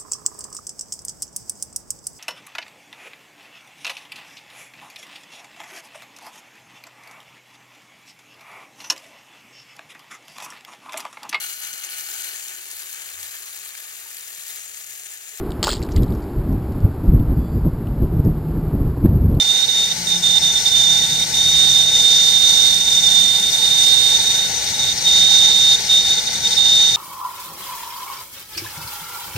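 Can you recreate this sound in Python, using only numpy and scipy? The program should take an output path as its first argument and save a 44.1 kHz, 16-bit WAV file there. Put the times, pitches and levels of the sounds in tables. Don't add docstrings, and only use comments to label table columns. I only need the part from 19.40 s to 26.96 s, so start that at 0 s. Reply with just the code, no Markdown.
import sys
import numpy as np
from scipy import signal
from scipy.fft import rfft, irfft, next_fast_len
from scipy.io import wavfile
from scipy.ndimage import uniform_filter1d, map_coordinates

SR = 44100
rng = np.random.default_rng(int(sys.argv[2]) if len(sys.argv) > 2 else 0)


def wav_record(signal):
    frames = np.transpose(np.atleast_2d(signal))
    bounded = np.clip(frames, -1, 1)
    quanta = np.round(bounded * 32767).astype(np.int16)
    wavfile.write(sys.argv[1], SR, quanta)


N = 333396


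def amp(db):
    return 10 ** (np.asarray(db) / 20)


def unit(x):
    return x / np.sqrt(np.mean(x ** 2) + 1e-20)


def along(points, hz):
    f, *cols = np.transpose(points)
    return np.array([np.interp(np.log(hz + 1), np.log(f + 1), c) for c in cols])


def curves(rows):
    times, *cols = np.transpose(rows)
    return [np.interp(np.arange(N) / SR, times, c) for c in cols]


def wobble(rate):
    knots = rng.standard_normal(int(N * rate / SR) + 4)
    return map_coordinates(knots, [np.arange(N) * rate / SR])


def filtered(x, response):
    m = next_fast_len(N + SR // 2)
    return irfft(rfft(x, m) * response(np.fft.rfftfreq(m, 1 / SR)), m)[..., :N]


def rush(spectrum):
    # f/Hz, left-right correlation
    likeness = [(60, .9), (140, .9), (300, .82), (700, .98), (1400, .3), (3100, .48), (6500, .98),
                (7200, .09), (15000, .02)]
    # f/Hz, lead/rad
    lead = [(100, 0), (700, -1), (950, 2.05), (1400, 0), (2400, 0), (3300, -2.4), (3650, -1), (3950, -1.34),
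            (4400, -1.25), (5000, -1.44), (5500, .5), (6050, -3), (6800, 1)]
    # f/Hz, gain/dB
    standing_waves = [(861, 2.5), (2310, 2.5), (2600, -9), (2830, 5), (3045, 6), (3120, -1.5), (3205, 8),
                      (3880, -15), (4205, -2), (4337, 1.5), (4560, 1), (4870, -3), (5130, 1), (5540, 3.5),
                      (5700, -4), (5841, -8), (5950, 1.5), (6050, 1.5), (6143, -3), (6230, 0), (6333, 2),
                      (6450, -9), (6552, 3.5), (7420, 9), (7640, 1), (8500, 1)]
    sigma_hz = 33
    m = next_fast_len(N)
    hz = np.fft.rfftfreq(m, 1 / SR)
    mid, side = rfft(rng.standard_normal((2, m)))
    signs = np.array([[1], [-1]])
    spread = np.arccos(np.clip(along(likeness, hz), -1, 1)) / 2
    noise = np.cos(spread) * mid + signs * np.sin(spread) * side
    grid = hz[::16]
    ripple_db = sum(db * np.exp(-.5 * ((grid - f) / sigma_hz) ** 2) for f, db in standing_waves)
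    colour = amp(along(spectrum, hz) + np.interp(hz, grid, ripple_db))
    phase_shift = np.exp(.5j * signs * along(lead, hz))
    return unit(irfft(noise * colour * phase_shift, m)[:, :N])


def walls(x, count=14, echo_db=-11, first_s=.004, span_s=.018):
    out = x.copy()
    for side in range(2):
        for place, sign in zip(rng.random(count), rng.choice([-1, 1], count)):
            lag = int(SR * (first_s + span_s * place))
            out[side, lag:] += sign * amp(echo_db) / np.sqrt(count) * x[side, :N - lag]
    return out


def traffic():
    # t/s, level/dB
    swell = [(0, -45), (.8, -40), (2.1, -38), (2.9, -41.5), (3.8, -40), (4.6, -42), (5.3, -40),
             (7.56, -41.5)]
    # f/Hz, left/dB, right/dB
    spectrum = [(22, -21.7, -20.9), (45, -8, -11), (74.4, 0.5, 0.5), (90, -2, -4), (111, 0.5, 0.5),
                (239, -2.5, -4.5), (261, -13.5, -13.5), (420, -42, -53)]
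    return amp(curves(swell)[0] + 0.17 * wobble(3.5)) * rush(spectrum)


def engine():
    # t/s, firing rate/Hz, level/dB
    revs = [(0, 114.6, -56), (.45, 165, -52), (.65, 177.6, -37), (1.0, 172, -42), (1.3, 165.7, -54),
            (1.5, 165.5, -42.5), (1.85, 158, -43), (2.35, 147, -39.5), (2.6, 145, -50), (3.1, 186.7, -49.5),
            (4.8, 195, -58.5)]
    firing_hz, level_db = curves(revs)
    phase = 2 * np.pi * np.cumsum(firing_hz + 3 * wobble(25)) / SR
    drone = np.sin(phase) + amp(-12) * np.sin(2 * phase)
    return np.sqrt(2) * amp(level_db + 2.2 * wobble(20)) * drone


def flame_roar(eddies_db, boost_db=3):
    # t/s, level/dB
    burn = [(0, -37.5), (1, -36), (2.3, -35.3), (3.3, -36.5), (4.5, -35), (5.8, -34.5), (6.7, -35.5),
            (7.56, -35.5)]
    # f/Hz, left/dB, right/dB
    spectrum = [(190.5,-50,-52), (294,-13,-9), (470,-2,-7), (598,-10,-9.5), (918,-0.5,-0.5), (920,-4,-10.5),
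                (1243,-26,-11), (1530,1.5,-1.5), (1490,-12,-8.5), (2110,1,-3), (2280,-4.5,-6.5),
                (3170,-9,-5.5), (3880,-38,-42)]
    level_db = curves(burn)[0] + boost_db + 0.75 * eddies_db + 0.15 * wobble(5.8)
    return amp(level_db) * rush(spectrum)


def jet_hiss(strength, eddies_db, stir_db=3, pivot_hz=5000):
    # t/s, level/dB
    bed = [(0.0, -25), (0.54, -26.1), (1.08, -24), (2.34, -23), (2.52, -24.5), (2.7, -22), (3.42, -24),
           (4.86, -22.5), (5.04, -24.5), (5.76, -22), (6.66, -23.5), (7.56, -23)]
    # f/Hz, left/dB, right/dB
    spectrum = [(2500,-60,-67), (3140,-22,-24), (3500,-5.5,-5), (4200,-8.5,-2), (4640,-3,-8),
                (5070,-6.5,-10), (5200,-2,-7), (5280,-14.5,-18), (5630,-2.5,-11.5), (6090,4,-6.5),
                (6110,1,-8.5), (6650,-4.5,-13), (6790,-17,-9), (8000,-49,-52)]
    # t/s, tilt/dB
    brightness = [(0, 0.5), (1, 1.8), (2.8, 1), (3.8, 2), (4.25, -1.5), (4.8, -0.5), (5.1, 0.5), (5.8, 0),
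                  (7.4, -0.5)]
    noise = rush(spectrum)
    upper = filtered(noise, lambda hz: (1 + np.tanh((hz - pivot_hz) / 400)) / 2)
    tilt_db = curves(brightness)[0] + 0.83 * wobble(22)
    tilted = amp(tilt_db / 2) * upper + amp(-tilt_db / 2) * (noise - upper)
    return amp(curves(bed)[0] + stir_db * strength + eddies_db) * tilted


def jet_fizz(strength, eddies_db, stir_db=3):
    # t/s, level/dB
    bed = [(0.0, -33.5), (1.98, -30), (2.52, -31.5), (3.42, -30), (3.6, -31.5), (4.14, -29), (4.86, -30),
           (5.04, -31.5), (7.56, -33.5)]
    # f/Hz, left/dB, right/dB
    spectrum = [(6300,-63,-56), (7070,-8,-10), (7780,-8,-13.5), (8130,5.5,-10), (8350,-6.5,-13),
                (8530,1,-15), (8870,-6,-23), (8800,-4.5,-12), (10030,-12.5,-23), (11200,-11.5,-26),
                (12200,-10.5,-25), (12700,-13,-28), (14300,-16,-31), (15900,-21,-30)]
    level_db = curves(bed)[0] + stir_db * strength + 0.55 * eddies_db + 0.7 * wobble(30)
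    return amp(level_db) * rush(spectrum)


def patchy(x, depth_db):
    bands = signal.stft(x, nperseg=512)[2]
    patches = uniform_filter1d(rng.standard_normal(bands.shape[1:]), size=3, axis=0)
    patches = unit(uniform_filter1d(patches, size=7, axis=1))
    taper = np.interp(np.fft.rfftfreq(512, 1 / SR), [8500, 10000], [1, .3])
    return signal.istft(bands * amp(depth_db * taper[:, None] * patches), nperseg=512)[1][:, :N]


def overblow(loose, pitch_hz=5190, ring_db=-39.5, flicker_db=5.5, flare_sigma_s=0.016):
    # t/s, level/dB
    chirps = [(1.002, -28), (1.2, -27), (1.294, -29), (6.465, -29), (7.157, -28)]
    t = np.arange(N) / SR
    flicker = loose * amp(ring_db + flicker_db * wobble(60))
    flares = sum(amp(db) * np.exp(-.5 * ((t - s) / flare_sigma_s) ** 2) for s, db in chirps)
    phase = 2 * np.pi * np.cumsum(pitch_hz + 55 * wobble(400)) / SR
    return np.sqrt(2) * (flicker + flares) * np.sin(phase) * amp([[1], [-4]])


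def grip(collapse_s=0.014, regrow_s=0.024):
    # t/s, level/dB
    drive = [(0.0, -11.5), (0.19, -17), (0.77, -17), (0.85, -12.0), (1.54, -14), (1.72, -20), (2.29, -10.5),
             (3.19, -12.5), (3.83, -11), (4.02, -17.5), (4.39, -15), (4.49, -10.5), (5.27, -22.5),
             (5.77, -11), (6.68, -10), (6.78, -22.5), (7.36, -9.5), (7.56, -16)]
    # start/s, length/s, depth/dB
    breaks = [(0.02, 0.061, 7.5), (0.254, 0.036, 24), (0.461, 0.061, 11), (0.523, 0.15, 29),
              (0.767, 0.072, 23), (0.984, 0.051, 17), (1.082, 0.09, 7.0), (1.183, 0.077, 16),
              (1.284, 0.0416, 14), (1.837, 0.11, 21), (2.428, 0.13, 7.0), (3.345, 0.17, 5.0),
              (3.603, 0.042, 7), (4.01, 0.026, 13), (4.1, 0.029, 10), (4.159, 0.021, 27),
              (4.775, 0.025, 15.5), (5.067, 0.282, 10.0), (5.342, 0.066, 11), (5.521, 0.15, 21),
              (6.354, 0.15, 21), (6.595, 0.11, 8.5), (6.798, 0.085, 10), (6.888, 0.07, 13),
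              (6.956, 0.095, 14.5), (7.079, 0.036, 32), (7.139, 0.032, 20)]
    t = np.arange(N) / SR
    lost_db = np.zeros(N)
    for start, length, depth in breaks:
        ramp = np.minimum((t - start) / collapse_s, (start + length - t) / regrow_s)
        lost_db = np.maximum(lost_db, depth * np.clip(ramp, 0, 1))
    return curves(drive)[0] - lost_db


def sags(rate, scale_db, recovery_s):
    knocks = (rng.random(N) < rate / SR) * np.minimum(rng.exponential(size=N), 2)
    t = np.arange(SR // 5) / SR
    dip = (1 - np.exp(-t / .0008)) * np.exp(-t / recovery_s)
    drop = signal.fftconvolve(knocks, dip)[:N]
    return scale_db * (drop.mean() - drop)


def oscillation(level_db, loose, sputter_db=5, ceiling_db=-10):
    flutter_db = 1.5 * (.55 * wobble(38) + wobble(80) + 0.58 * wobble(220))
    flutter_db += sputter_db * loose * wobble(48)
    flutter_db += sags(rate=13, scale_db=10.5, recovery_s=0.0026)
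    flutter_db += sags(rate=7, scale_db=4, recovery_s=0.016)
    drive = amp(level_db + flutter_db)
    return drive / (1 + (drive / amp(ceiling_db)) ** 4) ** (1 / 4)


def whistle(level_db, strength, loose, flatten_hz=11, echo_db=-25, breath_db=-13.5):
    # t/s, f/Hz
    resonance = [(0.0, 3610), (0.18, 3677), (1.44, 3620), (1.62, 3648), (2.16, 3680), (2.34, 3658),
                 (3.42, 3660.0), (3.78, 3633), (4.32, 3665), (4.86, 3673), (5.04, 3690), (7.56, 3671.0)]
    # t/s, left over right/dB
    aim = [(0.0, -13), (0.36, -5.5), (0.96, -10), (2.16, -7), (2.4, -14), (2.52, -5), (2.76, -10),
           (3.12, -13), (3.24, -26), (3.48, -9), (3.84, -15), (4.08, -9), (4.56, -18), (5.04, -7),
           (7.56, -6)]
    # f/Hz, left/dB, right/dB
    breath = [(2150, -24.5, -34), (2740, -20.5, -14), (3194, -7.5, -10.5), (3420, -19, -21),
              (3390, -20, -13), (3625, -22, 11), (3480, -15, 5), (3690, -2.5, -20), (3900, -13, 3),
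              (4070, -28, -15), (5160, -48, -43), (6740, -16.5, -15), (7300, -13, -11), (8260, -40, -44)]
    pitch_hz = curves(resonance)[0] - flatten_hz * strength
    pan_db = curves(aim)[0] + 3.0 * wobble(9.8)
    jitter_hz = 4 * wobble(18) + (8 + 14.8 * loose) * (wobble(110) + 1.44 * wobble(450))
    phase = 2 * np.pi * np.cumsum(pitch_hz + jitter_hz) / SR
    gain = oscillation(level_db, loose)
    pan = amp(np.array([pan_db, -pan_db]) / 2)
    pan /= np.sqrt(np.mean(pan ** 2, axis=0))
    tone = pan * np.exp(1j * (phase + np.array([[.25], [-.25]])))
    shimmer = np.array([wobble(75) + 1j * wobble(90) for side in range(2)]) * np.exp(1j * phase)
    sung = np.sqrt(2) * (tone + amp(echo_db) * shimmer).real
    return gain * (sung + amp(breath_db) * rush(breath))


def scene(full_db=-10, loose_below_db=-21, knee_db=3.5):
    level_db = grip()
    strength = amp(level_db - full_db)
    loose = 1 / (1 + np.exp((level_db - loose_below_db) / knee_db))
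    eddies_db = 0.87 * wobble(15) + 0.76 * wobble(90)
    roar = flame_roar(eddies_db)
    hiss = jet_hiss(strength, eddies_db)
    fizz = jet_fizz(strength, eddies_db)
    flame = walls(roar) + patchy(walls(hiss) + fizz, depth_db=0.92)
    return flame + whistle(level_db, strength, loose) + overblow(loose) + engine() + traffic()


def record(dry, top_hz=15820):
    return filtered(dry, lambda hz: hz < top_hz)


dry = scene()
out = record(dry)
wav_record(out)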